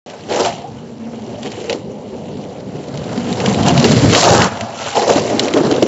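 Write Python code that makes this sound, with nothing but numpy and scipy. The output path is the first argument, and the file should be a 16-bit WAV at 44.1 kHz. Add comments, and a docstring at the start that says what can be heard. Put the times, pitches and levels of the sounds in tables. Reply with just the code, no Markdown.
"""A skateboard rolls nearer over rough concrete slabs, scrapes, stops short and is dragged past a small microphone.
Bumps in the paving jolt it: filtered noise makes the wheels rumble, the deck growl, the trucks scrape, grit crackle.
Rough patches make growl and grit surge over the steady roll. Hardware clacks are ticks, short tones and ringing noise
bursts; squeaks are sliding sines; deck knocks are soft thumps with decaying modes.
The microphone on the ground keeps nothing above its band limit and limits and overloads on the loudest jolts."""
import sys
import numpy as np
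from scipy import signal
from scipy.fft import rfft, irfft, next_fast_len
from scipy.io import wavfile
from scipy.ndimage import uniform_filter1d, minimum_filter1d, map_coordinates

SR = 44100
rng = np.random.default_rng(int(sys.argv[2]) if len(sys.argv) > 2 else 0)


def pcm_store(signal):
    """Save signal as 16-bit PCM."""
    levels = np.round(np.clip(np.atleast_2d(signal), -1, 1) * 32767)
    wavfile.write(sys.argv[1], SR, levels.astype(np.int16).T)


def nominal_scale(level):
    """Amplitude ratio for a level in decibels (scalar or array-like)."""
    x = np.asarray(level, float) / 20
    return 10 ** x


N = 258866  # length in samples


def unit(x):
    """Scaled to rms 1."""
    return x / np.sqrt(np.mean(x ** 2) + 1e-20)


def wobble(rate):
    """A smooth random curve, rate knots a second."""
    knots = rng.standard_normal(int(N * rate / SR) + 4)
    return map_coordinates(knots, [np.arange(N) * rate / SR])


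def curves(rows):
    """One value per sample for each column after the time."""
    s, *cols = np.transpose(rows)
    return [np.interp(np.arange(N) / SR, s, c) for c in cols]


def filtered(x, response):
    """x times a complex response of frequency."""
    m = next_fast_len(N + SR // 2)
    spectrum = rfft(x, m) * response(np.fft.rfftfreq(m, 1 / SR))
    return irfft(spectrum, m)[..., :N]


def body(modes):
    """Causal response of a set of resonances, neighbours in opposite polarity."""
    def response(f):
        total = 0
        for k, (hz, width, db) in enumerate(modes):
            total = total + (-1) ** k * nominal_scale(db) * 1j * f * width / (hz * hz - f * f + 1j * f * width)
        return total
    return response


def jolts(rate, spread_db, life):
    """Envelope of random contacts: sudden start, fade over life seconds, a few much bigger than the rest; rms 1."""
    chance = rng.random(N)
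    size = np.minimum(rng.exponential(size=N), 4.5)
    hits = (chance < rate / SR) * nominal_scale(spread_db * size)
    return unit(signal.lfilter([1], [1, -np.exp(-1 / (life * SR))], hits))


def reach(mode_hz, centre_hz, octave_db):
    """Modes far from the driven centre get less, by octave_db at one octave and four times that at two."""
    return nominal_scale(-octave_db * np.log2(mode_hz / centre_hz) ** 2)


def driven(shake, modes, centre_hz, octave_db):
    """A shaking force into a set of steep-sided modes, shared out unevenly around a moving centre; rms near 1 throughout."""
    rings = np.array([unit(filtered(shake, lambda f: body([mode])(f) ** 2)) for mode in modes])
    shares = np.array([nominal_scale(db + 3.03 * wobble(8)) * reach(hz, centre_hz, octave_db) for hz, _, db in modes])
    return np.sum(rings * shares, axis=0) / np.sqrt(np.sum(shares ** 2, axis=0))


def dull(f):
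    """Rubber and wood pass little treble: a steep causal roll-off."""
    corner_hz = 1090
    return 1 / (1 + 1.2j * f / corner_hz - (f / corner_hz) ** 2) ** 2


def hum(hz):
    """A narrow band of noise whose centre glides; rms 1."""
    corner_hz = 26.3
    slow = filtered(rng.standard_normal((2, N)), lambda f: 1 / (1 + 2j * f / corner_hz) ** 2)
    turn = 2 * np.pi * np.cumsum(hz) / SR
    return unit(slow[0] * np.cos(turn) + slow[1] * np.sin(turn))


# wheels bouncing on their rubber: mode_hz, width_hz (one resonance), level_db (relative)
WHEEL_MODES = [(110.6, 72, 0.5), (149.8, 103, 2), (220.2, 57, -1)]


def wheel_rumble(bumps, detail, wheel_hz):
    """Bumps shake the wheel modes through the rubber; the loaded wheel hums, and the roll surges unevenly."""
    shake = filtered((1.8 + detail * bumps) * rng.standard_normal(N), dull)
    broad = driven(shake, WHEEL_MODES, wheel_hz, octave_db=7)
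    hum_db = -6  # against the broad rumble
    return unit(broad + nominal_scale(hum_db) * hum(wheel_hz)) * nominal_scale(1.68 * wobble(11))


# bending modes of the deck: mode_hz, width_hz (one resonance), level_db (relative)
DECK_MODES = [(310, 130, 1.5), (401.8, 161, 3.5), (479.3, 142, 2), (572.7, 158, 3.5), (681, 150, 4),
              (778.5, 119, -1), (845, 260, -4)]


def deck_growl(bumps, detail, deck_hz):
    """The same bumps, dulled by rubber and wood, shake the deck modes around a moving centre."""
    shake = filtered((1.27 + detail * bumps) * rng.standard_normal(N), dull)
    return driven(shake, DECK_MODES, deck_hz, octave_db=20)


# truck resonances, squared when played: mode_hz, width_hz (before squaring), level_db (before squaring)
TRUCK_MODES = [(1000, 970, 4.5), (1816, 700, 2)]


def truck_scrape(bumps, detail):
    """Undulled bump noise rings the metal trucks; rms 1."""
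    shake = (0.64 + detail * bumps) * rng.standard_normal(N)
    return unit(filtered(shake, lambda f: body(TRUCK_MODES)(f) ** 2))


# colour of the grit hiss: pitch_hz, level_db (relative)
GRIT_COLOUR = [(1000, 8), (1700, -14), (2330, -7.5), (2840, 1.5), (4330, 6), (7700, 5)]
# metal axle hardware: mode_hz, width_hz, level_db (relative)
HARDWARE_MODES = [(1987, 580, 7.5), (2940, 560, 11), (4195, 990, 7), (5830, 980, 5), (7320, 1000, 3)]


def grit_crackle(bumps, detail, bright):
    """Fine grains crackle under the wheels: coloured hiss, and a rattle of metal parts."""
    grains = jolts(500, spread_db=5.5, life=0.0011)
    crackle = 0.7 + detail * (0.35 * bumps + 0.9 * grains)
    hz, db = np.transpose(GRIT_COLOUR)
    colour = lambda f: nominal_scale(np.interp(np.log(f + 1), np.log(hz), db))
    hiss = filtered(crackle * rng.standard_normal(N), colour)
    noise, rattle = rng.standard_normal(N), np.zeros(N)
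    for k, mode in enumerate(HARDWARE_MODES):  # grit rings now one metal part, now another
        taps = 0.74 * detail * jolts(120, spread_db=3.5, life=0.003)
        rattle += (-1) ** k * nominal_scale(1.2 * wobble(21.962)) * filtered((crackle + taps) * noise, body([mode]))
    return (bright * unit(hiss) + 2.446 * unit(rattle)) / np.hypot(bright, 2.1)


# the steady roll: time_s, rumble_db, growl_db, grit_db
ROLL_LEVELS = [(.09, -39, -30.5, -42), (.6, -30, -31.5, -46), (.93, -31.5, -33.5, -48.5),
               (1.27, -29.5, -28.5, -44), (1.66, -32.5, -26, -37), (1.81, -31, -28.5, -48),
               (2.3, -29.5, -27, -44.5), (2.71, -28, -29, -45.5), (3.15, -24.5, -24.5, -37),
               (3.42, -18, -18.5, -31), (3.56, -17.5, -17, -30.5), (3.72, -10.5, -20.5, -29),
               (3.84, -16, -12.5, -20), (3.92, -10, -21.5, -24), (4.1, -13.5, -14, -20.5),
               (4.18, -27.5, -13, -11.5), (4.3, -14.5, -8, -13), (4.46, -15, -14, -20),
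               (4.5, -29, -25, -34.5), (4.72, -31.5, -24, -37.5), (4.89, -35.5, -29, -28.5),
               (5.19, -25.5, -34.5, -31), (5.33, -26, -14.5, -29.5), (5.52, -24.5, -18, -33.5),
               (5.87, -22, -17, -32.5)]
# where the load sits: time_s, wheel_hz and deck_hz (centres of the modes driven best), scrape_db (over grit)
LOAD_SHIFTS = [(.09, 208.8, 460, -2.5), (.33, 211.3, 466, -4), (.5, 213, 600, -7.5), (.85, 226.3, 440, 0),
               (1.8, 205.6, 404, -8), (3.2, 186.6, 422, -1.5), (3.8, 190.7, 565, -4.5),
               (3.88, 145, 353, -10), (4.1, 105.9, 352, -8), (4.24, 176.1, 650, -9.5),
               (4.39, 176.6, 586, 1), (4.52, 204, 690, 6), (4.88, 204, 667, -7), (5.25, 215, 478, -9),
               (5.55, 248, 338, 5.5), (5.87, 258, 367, -3)]


def rolling():
    """Paving texture shakes wheels, deck and trucks through shared bumps; grit adds fine crackle."""
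    rumble_db, *steady_db = curves(ROLL_LEVELS)
    growl_gain, grit_gain = np.sqrt(nominal_scale(2 * np.array(steady_db)) + patches())
    wheel_hz, deck_hz, scrape_db = curves(LOAD_SHIFTS)
    bumps = jolts(110, spread_db=3.5, life=0.0089)
    # nearer and harder contact hisses more: 0.66 dB of hiss over rattle per dB of grit above the middle level
    middle_db = -35.5
    bright = (grit_gain / nominal_scale(middle_db)) ** 0.66
    detail = bright / (1 + bright)  # far off, the single bumps and grains blur together
    rumble = wheel_rumble(bumps, detail, wheel_hz)
    growl = deck_growl(bumps, detail, deck_hz)
    grit = grit_crackle(bumps, detail, bright) + nominal_scale(scrape_db) * truck_scrape(bumps, detail)
    return nominal_scale(rumble_db) * rumble + growl_gain * growl + grit_gain * grit


# clacks of stones and slab joints in the axle hardware: start_s, level_db, pitch_hz (strongest mode)
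CLACK_HITS = [(0.099, -22, 2420), (1.4306, -17, 4850), (1.467, -21, 3953), (1.5178, -18, 4340),
              (1.696, -7.5, 2510), (1.7012, -12.5, 4850), (1.728, -11, 2850), (2.974, -18, 6050),
              (3.176, -14, 1960), (3.3267, -15, 2870), (3.4016, -11.5, 3110), (3.46, -4.5, 3190),
              (3.545, -12, 3060), (3.6313, -8.5, 3940), (3.663, -13, 2890), (3.694, -6.5, 2820),
              (3.7765, -4.5, 3000), (3.798, -5.5, 4370), (3.8426, -0.5, 2970), (4.097, -10.5, 3510),
              (4.1334, 0.5, 3250), (4.149, 8.5, 2790), (4.2255, -4.5, 1160), (4.418, -2.5, 1890),
              (4.4416, -11, 1040), (4.572, -17, 1510), (4.609, -11.5, 4370), (5.3946, 3, 3980),
              (5.482, -7, 3080), (5.538, -8.5, 3850), (5.573, -15, 3200), (5.713, -9.5, 4240),
              (5.762, -18, 5060), (5.8257, -5, 4290)]


def clacks():
    """A sharp tick, a short tone at its own pitch and a dying burst favouring the hardware modes near that pitch."""
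    ring_db, ring_cycles = -7, 20  # the tone's level and the cycles it takes to fall 60 dB
    t = np.arange(SR // 10) / SR
    bursts, tones = np.zeros((len(HARDWARE_MODES), N + SR)), np.zeros(N + SR)
    # a tick that falls 60 dB in 12 ms over a burst that takes 39 ms
    shape = nominal_scale(-10.5 - 60 * t / 0.012) + nominal_scale(-10.5 - 60 * t / 0.039)
    mode_hz = np.array(HARDWARE_MODES)[:, :1]
    for s, db, pitch_hz in CLACK_HITS:
        start = round(s * SR)
        noise = rng.standard_normal(len(t))
        mode_gain = nominal_scale(db + 1.2 * rng.standard_normal(mode_hz.shape)) * reach(mode_hz, pitch_hz, 2.5)
        bursts[:, start:start + len(t)] += mode_gain * shape * noise
        fade = nominal_scale(db + ring_db - 60 * t * pitch_hz / ring_cycles)
        tones[start:start + len(t)] += fade * np.sin(2 * np.pi * pitch_hz * t)
    out = tones[:N]
    for k, mode in enumerate(HARDWARE_MODES):
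        out = out + (-1) ** k * filtered(bursts[k, :N], body([mode]))
    return out


# rough patches of paving: full_s (time at full strength), held_s, growl_db, grit_db
ROUGH_PATCHES = [(0.326, 0.13, -14, -26), (0.402, 0.051, -16, -22.5), (1.448, 0.02, -22, -35),
                 (1.7, 0.039, -20, -34), (3.459, 0.045, -24, -26.5), (3.671, 0.028, -9.5, -20.5),
                 (3.839, 0.072, -19, -20), (4.269, 0.066, -6, -19.5), (4.771, 0.094, -33.5, -33),
                 (4.961, 0.032, -12.5, -22.5), (5.017, 0.024, -11.5, -28), (5.079, 0.044, -10, -20.5),
                 (5.161, 0.011, -10, -19.5), (5.214, 0.041, -15.5, -31), (5.426, 0.02, -12, -27),
                 (5.568, 0.018, -8.5, -27.5), (5.64, 0.019, -14, -34), (5.711, 0.012, -11, -32)]


def patches():
    """Growl and grit power of rough paving: steady dB swell, hold, steady fade; long patches change more gently."""
    rise_db_per_s, fall_db_per_s = 1190, 419.5  # for the briefest patch
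    long_s = 0.055  # a patch held this long takes twice as long to swell and fade
    t, power = np.arange(N) / SR, np.zeros((2, N))
    for s, held, growl_db, grit_db in ROUGH_PATCHES:
        swell_db = rise_db_per_s * (s - t)
        fade_db = fall_db_per_s * (t - s - held)
        down_db = np.maximum(0, np.maximum(swell_db, fade_db)) / (1 + held / long_s)
        power += nominal_scale(2 * np.array([[growl_db], [grit_db]])) * nominal_scale(-2 * down_db)
    return power


# brief squeaks: time_s, pitch_hz, level_db
SQUEAK_GLIDES = [(.63, 690, -76), (.645, 722, -24), (.665, 836, -36), (.705, 817, -30), (.74, 806, -66),
                 (4.75, 1320, -72), (4.77, 1340, -31), (4.86, 1340, -35), (4.89, 1320, -73)]


def squeak():
    """Short sine tones that slide, unsteady in pitch and level."""
    hz, db = curves(SQUEAK_GLIDES)
    phase = 2 * np.pi * np.cumsum(hz + 25 * wobble(91)) / SR
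    return nominal_scale(db + 3.3 * wobble(47.0)) * np.sin(phase)


# knocks of the deck: start_s, level_db, pitch_hz (strongest mode)
KNOCK_HITS = [(1.078, -28.5, 256), (1.703, -11.5, 404), (1.727, -8.5, 500), (3.177, -11.5, 240),
              (3.477, -0.5, 206), (3.671, -7.5, 161.5), (3.776, -0.5, 148), (4.572, -12, 844),
              (4.611, -8.5, 690), (4.616, -18, 112), (4.955, -17, 600), (4.976, -0.5, 537),
              (5.017, -4.5, 425), (5.044, -10.5, 730), (5.074, -5.5, 500), (5.097, -0.5, 512),
              (5.107, 0, 502), (5.158, -2, 297), (5.212, -9, 446), (5.309, -13, 587), (5.369, -9.5, 322),
              (5.427, -12, 388), (5.541, -1.5, 333), (5.57, -9, 304), (5.607, 1, 353), (5.703, -11.5, 416),
              (5.714, -5, 310), (5.8229, 4, 576), (5.828, 0, 330)]


def knocks():
    """A soft blow thumps at its own pitch and rings deck and wheel modes near it, at new strengths and phases."""
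    thump_db, thump_cycles = -1.5, 10.1  # the thump holds, then dies ever faster: 60 dB down after these cycles
    t = np.arange(SR // 8) / SR
    out = np.zeros(N + SR)
    hz, width, db = np.transpose(WHEEL_MODES + DECK_MODES)[:, :, None]
    soft = (1 - np.exp(-t / 0.00088)) ** 2  # gentle onset
    for s, level_db, pitch_hz in KNOCK_HITS:
        start = round(s * SR)
        size, turn = rng.random((2, len(hz), 1))
        strength = nominal_scale(db + 0.89 * size) * reach(hz, pitch_hz, 5.2) / hz
        decay = np.exp(-0.45 * np.pi * width * t)
        rings = strength * decay * np.sin(2 * np.pi * (hz * t + 0.3 * turn))
        ring = np.gradient(rings.sum(axis=0) * soft)  # the air feels the rate of motion
        fade = nominal_scale(thump_db - 60 * (t * pitch_hz / thump_cycles) ** 2)
        thump = soft * fade * np.sin(2 * np.pi * pitch_hz * t)
        out[start:start + len(t)] += nominal_scale(level_db - 1) * (0.4 * ring / np.abs(ring).max() + thump)
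    return out[:N]


def scene():
    """All sounds of the board."""
    return (rolling() + clacks() + squeak() + knocks())[None]


def roll_off(x):
    """The treble ends steeply here."""
    return signal.sosfilt(signal.butter(12, 8530, fs=SR, output="sos"), x)


def record(dry):
    """Microphone: bass cut, band limit, a late start, a fast limiter and hard overload of what slips past it."""
    low_hz, top_hz, start_s = 79, 7644, 0.0615
    bass = lambda f: (1j * f / low_hz) ** 2 / (1 + 1.4j * f / low_hz - (f / low_hz) ** 2)
    x = filtered(dry, lambda f: bass(f) * (f < top_hz))
    x = x * (np.arange(N) > start_s * SR)
    needed = 1 / np.maximum(1, np.abs(x) / 1.13)  # gain that would hold each sample to 1.13
    x = x * uniform_filter1d(minimum_filter1d(needed, size=301), size=331)
    x = np.clip(x, -0.995, 0.995)
    return roll_off(x)


dry = scene()
out = record(dry)
pcm_store(out)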